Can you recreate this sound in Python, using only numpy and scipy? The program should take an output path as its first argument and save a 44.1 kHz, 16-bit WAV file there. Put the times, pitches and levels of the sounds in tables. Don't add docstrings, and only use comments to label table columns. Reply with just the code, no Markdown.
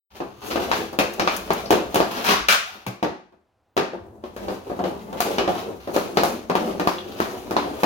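import sys
import numpy as np
from scipy import signal
from scipy.fft import rfft, irfft, next_fast_len
from scipy.io import wavfile
from scipy.ndimage import map_coordinates

SR = 44100
rng = np.random.default_rng(int(sys.argv[2]) if len(sys.argv) > 2 else 0)


def inscribe(sig):
    pcm = np.round(np.clip(np.atleast_2d(sig).T, -1, 1) * 32767)
    wavfile.write(sys.argv[1], SR, pcm.astype(np.int16))


N = 346185
SIZE = 32768
T = np.arange(SIZE) / SR
HZ = np.fft.rfftfreq(SIZE, 1 / SR)


def amp(db):
    return 10 ** (np.asarray(db) / 20)


def unit(x):
    return x / np.sqrt(np.mean(x ** 2) + 1e-20)


def along(points, hz):
    f, value = np.transpose(points)
    return np.interp(np.log(hz + 1), np.log(f + 1), value)


def shape(points):
    return unit(amp(along(points, HZ)))


def filtered(x, response):
    size = next_fast_len(N + SR // 2)
    hz = np.fft.rfftfreq(size, 1 / SR)
    return irfft(rfft(x, size) * response(hz), size)[..., :N]


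def pulse(gain):
    cepstrum = irfft(np.log(np.maximum(gain, 1e-6)))
    cepstrum[1:SIZE // 2] *= 2
    cepstrum[SIZE // 2 + 1:] = 0
    return irfft(np.exp(rfft(cepstrum)))


def burst(gain, t60, delay=44):
    scatter = rfft(rng.standard_normal(SIZE) * amp(-60 * T / t60))
    crack = irfft(scatter / np.abs(scatter) * rfft(pulse(gain)))
    return np.roll(crack, delay) * (T < .1)


def add(out, s, sound):
    start = int(np.clip(round(s * SR), 0, N - 1))
    out[:, start:start + sound.shape[1]] += sound[:, :N - start]


def wobble(rate):
    knots = rng.standard_normal(int(N * rate / SR) + 4)
    return map_coordinates(knots, [np.arange(N) * rate / SR])


def friction(spectrum, rate, spread_db):
    caught = rng.random(N) < rate / SR
    sizes = rng.standard_normal(N) * amp(spread_db * rng.uniform(-2.2, 1, N))
    return unit(filtered(caught * sizes, lambda hz: amp(along(spectrum, hz))))


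# (f/Hz, t60/s)
DECAY_TIMES = [(60, 0.34), (200, 0.45), (600, 0.35), (1500, 0.44), (3000, 0.44), (6500, 0.41),
               (13000, 0.27)]
# (f/Hz, likeness from -1 opposite to 1 equal)
ECHO_LIKENESS = [(60, 0.85), (250, 0.71), (600, 0.52), (1300, -0.25), (3000, -0.17), (15000, 0.23)]


def garage(x, direct_db, lag_ms=.31, build_s=0.00037, early_db=2, early_s=0.0023,
           wall_db=-14, count=8, reach_s=.025):
    hz, t, z = signal.stft(rng.standard_normal((2, SIZE)), SR, nperseg=256)
    turn = np.arccos(np.clip(along(ECHO_LIKENESS, hz), -1, 1))[:, None] / 2
    decay = amp(-60 * t / along(DECAY_TIMES, hz)[:, None])
    z = z * decay * np.array([np.cos(turn), np.sin(turn)])
    mid, side = signal.istft(z, SR, nperseg=256)[1][:, :SIZE]
    onset = (1 - np.exp(-T / build_s)) * amp(early_db * np.exp(-T / early_s))
    tail = np.array([mid + side, mid - side]) * onset
    paths = tail / np.linalg.norm(tail[0])
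    lag = round(lag_ms * SR / 1000)
    paths[1] = np.roll(paths[1], lag // 3)
    walls = lag + (rng.random(count) * reach_s * SR).astype(int)
    sizes = amp(wall_db) * rng.choice([-1, 1], count)
    paths[0, walls] += sizes
    paths[1, walls + rng.integers(-lag, lag + 1, count)] += sizes
    paths[[0, 1], [0, lag]] += amp(direct_db)
    return signal.fftconvolve(x[None], paths, axes=1)


# (f/Hz, level per Hz/dB)
AIR_SPECTRUM = [(20, -24.5), (45, -12), (85, -0.5), (170, -14), (800, -10.5), (1800, -24), (16000, -47)]


def air(level_db=-69):
    noise = rng.standard_normal(N) + 0.29 * rng.standard_normal((2, N))
    return amp(level_db) * unit(filtered(noise, lambda hz: amp(along(AIR_SPECTRUM, hz))))


# (start t/s, stop t/s, relative rumble level/dB, relative scrape level/dB)
COASTING = [(0.082, 0.45, -54, -57), (0.471, 0.838, -32.5, -44), (1.05, 2.313, -37, -45.5),
            (3.93, 4.38, -47, -84), (4.596, 5.716, -37, -54.5), (5.722, 5.92, -46.5, -53),
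            (5.921, 6.37, -35.5, -45), (6.529, 7.85, -39, -49.5)]
# (t of peak pressure/s, half length/s, relative rumble level/dB, relative scrape level/dB)
BLADE_PUSHES = [(0.17, 0.027, -41, -47), (0.487, 0.047, -29, -33.5), (0.624, 0.055, -29.5, -34),
                (0.753, 0.068, -36.5, -34), (1.32, 0.045, -41, -34), (1.575, .05, -44.5, -42.5),
                (2.165, 0.05, -31, -30.5), (2.286, .05, -26.5, -22), (4.256, 0.03, -46, -54.5),
                (4.488, 0.11, -33, -46), (4.879, 0.067, -32.5, -56.5), (5.274, 0.097, -27.5, -35),
                (5.554, 0.073, -28.5, -38.5), (5.956, 0.033, -23.5, -29.5), (6.284, 0.045, -40.5, -43.5),
                (6.666, 0.14, -27, -49), (7.275, 0.13, -30, -41.5), (7.652, 0.15, -30.5, -59),
                (7.799, 0.032, -33.5, -44.5)]
GLIDE_START_S, GLIDE_STOP_S = 0.042, 0.047
RELEASE_OVER_PRESS = 0.79


def rubbing():
    t, power = np.arange(N) / SR, np.zeros((2, N))
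    for start, stop, *db in COASTING:
        begun = 1 - np.exp(-np.maximum(t - start, 0) / GLIDE_START_S)
        settling = np.exp(-np.maximum(t - stop, 0) / GLIDE_STOP_S)
        power += np.outer(amp(db), begun * settling) ** 2
    for s, length, *db in BLADE_PUSHES:
        half_length = np.where(t < s, length, length * RELEASE_OVER_PRESS)
        pressure = np.exp(-((t - s) / half_length) ** 2)
        power += np.outer(amp(db), pressure) ** 2
    return np.sqrt(power)


# (f/Hz, level per Hz/dB)
RUMBLE_SPECTRUM = [(40, -25.5), (140, -23), (190, -2), (270, -6), (360, 0), (550, -5), (800, -9),
                   (1200, -19.5), (2500, -42.5)]
SCRAPE_SPECTRUM = [(300, -25), (750, 5), (1200, 3.5), (1900, -4), (2600, -1.5), (4200, -5.5), (6400, -12),
                   (7600, -24.5), (12000, -18)]
GRIT_SPECTRUM = [(3000, -15), (6500, 6.5), (8000, -2), (11500, 3), (16000, 2.5)]
DRONE_SPECTRUM = [(20, -26.5), (55, 15), (110, 13), (200, -2), (400, -44)]


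def slide(rumble_db=-1.5, scrape_db=1.5, grit_db=-16.0, drone_db=-43.5, clump_db=2.5, bump_db=1.57, bump_rate=28):
    rumble, scrape = rubbing()
    rough = amp(clump_db * wobble(45))
    bumps = amp(rumble_db + bump_db * wobble(bump_rate))
    rub = bumps * rumble * friction(RUMBLE_SPECTRUM, rate=480, spread_db=2.5)
    rub += amp(scrape_db) * scrape * rough * friction(SCRAPE_SPECTRUM, rate=700, spread_db=9)
    rub += amp(grit_db) * scrape ** 0.82 * rough * friction(GRIT_SPECTRUM, rate=1300, spread_db=10)
    rub += amp(drone_db) * rumble ** 0.2 * friction(DRONE_SPECTRUM, rate=1300, spread_db=-8.5)
    out, step = np.zeros((2, N)), SR // 4
    for start in range(0, N, step):
        add(out, start / SR, garage(rub[start:start + step], direct_db=-8.5))
    return out


# (f/Hz, width/Hz, level/dB)
STICK_MODES = [(377, 31, 1.5), (516, 140, 5.5), (713, 150, 5.5), (1196, 80, 3)]
TOCK_DB, PING_DB = 6, 5.5
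TOCK_Q, PING_Q = 5.5, 6.9


def blade(tock_hz, ping_hz):
    tock = (tock_hz, tock_hz / TOCK_Q, TOCK_DB)
    ping = (ping_hz, ping_hz / PING_Q, PING_DB)
    modes = STICK_MODES + [tock, ping]
    return amp(sum(db / (1 + (2 * (HZ - hz) / width) ** 2) for hz, width, db in modes))


# (f/Hz, level per Hz/dB)
KNOCK_SPECTRUM = [(25, -42.5), (60, -13.5), (140, -11.5), (180, 0.5), (270, -2.5), (350, 3.5), (450, -5),
                  (600, -5), (900, -7), (2000, -60.5)]
CLACK_SPECTRUM = [(300, -20.5), (550, -11), (740, -6), (950, -2), (1200, -4), (1700, -10), (2400, -24),
                  (6000, -41)]
CRACK_SPECTRUM = [(700, -28), (1500, -1), (2000, -3), (2450, 1), (3200, -3.5), (4200, -4), (5000, -7),
                  (6500, -12.5), (7600, -23), (12000, -38)]
FIRM_DB, SOFT_FADE = -17, .6


def contacts(rows, knock_db, clack_db, clack_share, crack_db, grit_db,
             push_direct_db, crunch_direct_db, crunch_t60, chatter_db, flight_s):
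    out = np.zeros((2, N))
    for s, db, hardness, grit, tock_hz, ping_hz in rows:
        stick = blade(tock_hz, ping_hz)
        knock = amp(knock_db) * unit(stick * shape(KNOCK_SPECTRUM))
        clack = amp(clack_share * hardness + clack_db) * unit(stick * shape(CLACK_SPECTRUM))
        push = pulse(np.hypot(knock, clack))
        push = push + amp(chatter_db) * np.roll(push, int(rng.uniform(0.0076, .02) * SR))
        crunch = burst(amp(hardness + crack_db) * stick * shape(CRACK_SPECTRUM), crunch_t60)
        sand = burst(amp(grit + grit_db) * shape(GRIT_SPECTRUM), t60=0.0019)
        front_db = push_direct_db + SOFT_FADE * min(hardness - FIRM_DB, 0)
        for sound, direct_db in ((push, front_db), (crunch, crunch_direct_db), (sand, -1.5)):
            add(out, s + flight_s, amp(db) * garage(sound[:SR // 10], direct_db))
    return out


# (t/s, relative level/dB, relative hardness/dB, relative grit level/dB, tock f/Hz, ping f/Hz)
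PUCK_KNOCKS = [(0.201, -21.5, -21.5, -51.5, 1080, 2600), (0.509, -23, -7.5, -30.5, 404, 4770),
               (0.556, -15, -17, -30.5, 410, 2820), (0.928, -26.5, -21.5, -18, 474, 5050),
               (0.986, -12, -7.5, -12, 510, 2600), (1.179, -25, -39.5, -30.5, 350, 1860),
               (1.194, -14, -9, -22.5, 345, 5830), (1.704, -8.5, -15, -14, 427, 3170),
               (1.722, -13, -14, -23.5, 423, 2660), (1.942, -17, -11.5, -9, 860, 3380),
               (1.955, -13, -12.5, -13, 393, 2900), (2.285, -20, 0.5, -8.5, 1160, 2960),
               (2.863, -25.5, -9, -10, 1130, 2330), (3.025, -15, -15.5, -30, 870, 1930),
               (3.034, -22, -21, -28.5, 330, 5860), (3.322, -49, -22, -32.5, 385, 2570),
               (3.765, -16.5, -12.5, -22, 418, 2710), (3.774, -13, -13.5, -26, 428, 1780),
               (3.931, -23.5, -32, -55, 523, 3630), (4.236, -30, -18.5, -41.5, 1100, 3310),
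               (4.362, -30.5, -12.5, -14.5, 460, 1650), (4.481, -22, -17, -33.5, 543, 4690),
               (4.696, -20, -34, -47.5, 537, 4690), (4.789, -18.5, -27, -42.5, 1030, 3070),
               (4.837, -18, -18.5, -38, 540, 3070), (5.126, -25.5, -19.5, -23, 523, 3310),
               (5.381, -13.5, -10.5, -28, 400, 2900), (5.475, -12.5, -21.5, -46, 710, 3320),
               (5.872, -20, -28, -32, 580, 4580), (6.169, -10.5, -11, -21, 426, 4400),
               (6.496, -14, -18, -28.5, 1060, 2110), (6.795, -16.5, -15, -20.5, 635, 1860),
               (7.507, -19, -18, -18.5, 310, 5200), (7.831, -10, -14, -20, 850, 1860)]


def knocks():
    return contacts(PUCK_KNOCKS, knock_db=24.0, clack_db=22.5, clack_share=0.26, crack_db=26.5, grit_db=24,
                    push_direct_db=-5.5, crunch_direct_db=-4.5, crunch_t60=0.0086, chatter_db=-9, flight_s=.002)


# (t/s, relative level/dB, relative hardness/dB, relative grit level/dB, tock f/Hz, ping f/Hz)
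BLADE_SLAPS = [(0.713, -22, 0, -27.5, 880, 1680), (1.273, -22.5, 1, -30, 1290, 2380),
               (1.503, -12.5, -14.5, -28.5, 860, 2250), (2.001, -9.5, -17.5, -28.5, 585, 4740),
               (5.202, -23, -1.5, -1.5, 686, 4740), (5.961, -11.5, -19.5, -22, 550, 4250),
               (6.232, -12.5, -15, -14, 684, 5190), (6.551, -14, -13.5, -23, 910, 3100),
               (6.871, -12, -14, -22.5, 1050, 4800), (7.2, -14.5, -14.5, -23, 380, 1890),
               (7.564, -14, -11.5, -47, 1020, 4200)]


def slaps():
    return contacts(BLADE_SLAPS, knock_db=20.0, clack_db=30.5, clack_share=0.72, crack_db=25, grit_db=26,
                    push_direct_db=1, crunch_direct_db=-5, crunch_t60=0.0012, chatter_db=-17.0, flight_s=0.0022)


SKID_RISE_S, SKID_S = 0.015, 0.074


def skids(scrape_db=-13, grit_db=-11):
    out = np.zeros((2, N))
    scrape = friction(SCRAPE_SPECTRUM, rate=550, spread_db=1)
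    sand = friction(GRIT_SPECTRUM, rate=700, spread_db=4)
    pressure = (1 - np.exp(-T / SKID_RISE_S)) * np.exp(-(T / SKID_S) ** 2)
    for s, db, hardness, grit, *_ in BLADE_SLAPS:
        rub = amp(hardness + scrape_db) * scrape + amp(grit + grit_db) * sand
        rub = np.roll(rub, -round(s * SR))[:SIZE]
        add(out, s, garage(amp(db) * pressure * rub, direct_db=-18))
    return out


# (t/s, relative level/dB)
GRIT_TICKS = [(1.135, -40), (1.364, -30), (1.5321, -33)]


def ticks(level_db=22):
    out = np.zeros((2, N))
    for s, db in GRIT_TICKS:
        grain = burst(shape(GRIT_SPECTRUM), t60=0.035)
        add(out, s, amp(db + level_db) * garage(grain, direct_db=5.5))
    return out


# (t/s, relative level/dB, f/Hz)
EDGE_SQUEAKS = [(1.656, -40.5, 4850), (6.983, -36.5, 3520)]


def squeaks(level_db=2, width=0.26, length_s=0.0029):
    out = np.zeros((2, N))
    for s, db, hz in EDGE_SQUEAKS:
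        band = np.exp(-((HZ / hz - 1) / width) ** 2)
        flutter = unit(irfft(rfft(rng.standard_normal(SIZE)) * band))
        swell = T / length_s * np.exp(1 - T / length_s)
        add(out, s, garage(amp(db + level_db) * swell * flutter, direct_db=2.0))
    return out


# (t/s, relative level/dB)
SHOT_FORCE = [(2.101, -50), (2.18, -37.5), (2.25, -42), (2.294, -19), (2.345, -20), (2.365, -28),
              (2.42, -45)]
# (f/Hz, level per Hz/dB)
SWEEP_SPECTRUM = [(150, -16), (400, -5), (800, -2), (1180, 9), (1900, -1), (2800, -4), (6000, -8),
                  (8000, -23), (16000, -21)]


def sweep(clump_db=-5.0):
    s, db = np.transpose(SHOT_FORCE)
    force = amp(np.interp(np.arange(N) / SR, s, db) + clump_db * wobble(70))
    rasp = force * friction(SWEEP_SPECTRUM, rate=2200, spread_db=4.0)
    out = np.zeros((2, N))
    add(out, s[0], garage(rasp[int(s[0] * SR):int(s[-1] * SR)], direct_db=-6.0))
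    return out


# (t/s, level/dB, f/Hz, t60/s)
DULL_THUDS = [(2.321, -40.5, 75, 0.24), (2.405, -35.5, 56, 0.47), (2.865, -22.5, 189, 0.18),
              (2.875, -21.5, 120, 0.15)]


def thuds(rise_s=0.0069):
    out = np.zeros((2, N))
    for s, db, hz, t60 in DULL_THUDS:
        envelope = amp(db - 60 * T / t60) * (1 - np.exp(-T / rise_s))
        boom = np.sin(2 * np.pi * hz * T) * envelope
        add(out, s, np.array([boom, boom]))
    return out


# (t/s, relative level/dB)
FRAME_HITS = [(2.4846, -15), (2.509, -20.5), (2.524, -19)]
# (f/Hz, relative level/dB, t60/s)
FRAME_MODES = [(1385, -7, 0.46), (1430, -8, 0.57), (2320, 3.5, 0.13), (3085, -18, 0.35),
               (3720, -12.5, 0.34), (4100, -21.5, 0.4)]
# (f/Hz, level per Hz/dB)
CRASH_SPECTRUM = [(100, -53), (200, -10.5), (300, -26.5), (560, -4), (1000, -6), (1400, 5.5), (1900, -4.5),
                  (2400, -0.5), (3800, -6), (6400, -11), (8000, -18.5), (16000, -18.5)]


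def goal(crash_db=32, ring_db=-17):
    out = np.zeros((2, N))
    for s, db in FRAME_HITS:
        ring = np.zeros(SIZE)
        for hz, level, t60 in FRAME_MODES:
            ring += amp(level + rng.normal(0, 2) - 60 * T / t60) * np.sin(2 * np.pi * hz * T)
        crash = amp(crash_db) * burst(shape(CRASH_SPECTRUM), t60=0.011)
        add(out, s, amp(db) * garage(crash + amp(ring_db) * ring, direct_db=-5))
    return out


def skitter(start_s=2.66, length_s=.19, scrape_db=-39, grit_db=-56, rumble_db=-55, t60=0.67):
    bright = amp(scrape_db) * friction(SCRAPE_SPECTRUM, rate=2300, spread_db=17.0)
    bright += amp(grit_db) * friction(GRIT_SPECTRUM, rate=900, spread_db=-0.5)
    low = amp(rumble_db) * friction(RUMBLE_SPECTRUM, rate=87, spread_db=-13.5)
    rub = bright[:SIZE] * amp(-60 * T / t60) + low[:SIZE]
    out = np.zeros((2, N))
    add(out, start_s, garage(rub * np.clip((length_s - T) / 0.022, 0, 1), direct_db=-5))
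    return out


# (f/Hz, level difference/dB)
LEFT_OVER_RIGHT = [(100, -1.5), (280, 2), (600, 2), (1200, 0.7), (2600, 4), (5000, 2.5), (9000, 5.5),
                   (13000, 6)]


def scene():
    play = slide() + knocks() + slaps() + skids() + ticks() + squeaks()
    play += sweep() + thuds() + goal() + skitter()
    placed = filtered(play, lambda hz: amp(np.outer([.5, -.5], along(LEFT_OVER_RIGHT, hz))))
    return placed + air()


def record(dry, start_s=0.1, fade_s=0.018, ceiling=.95, top_hz=16000):
    opened = dry * np.clip((np.arange(N) / SR - start_s) / fade_s, 0, 1)
    rounded = opened / (1 + np.abs(opened / ceiling) ** 4) ** (1 / 4)
    return filtered(rounded, lambda hz: hz < top_hz)


dry = scene()
out = record(dry)
inscribe(out)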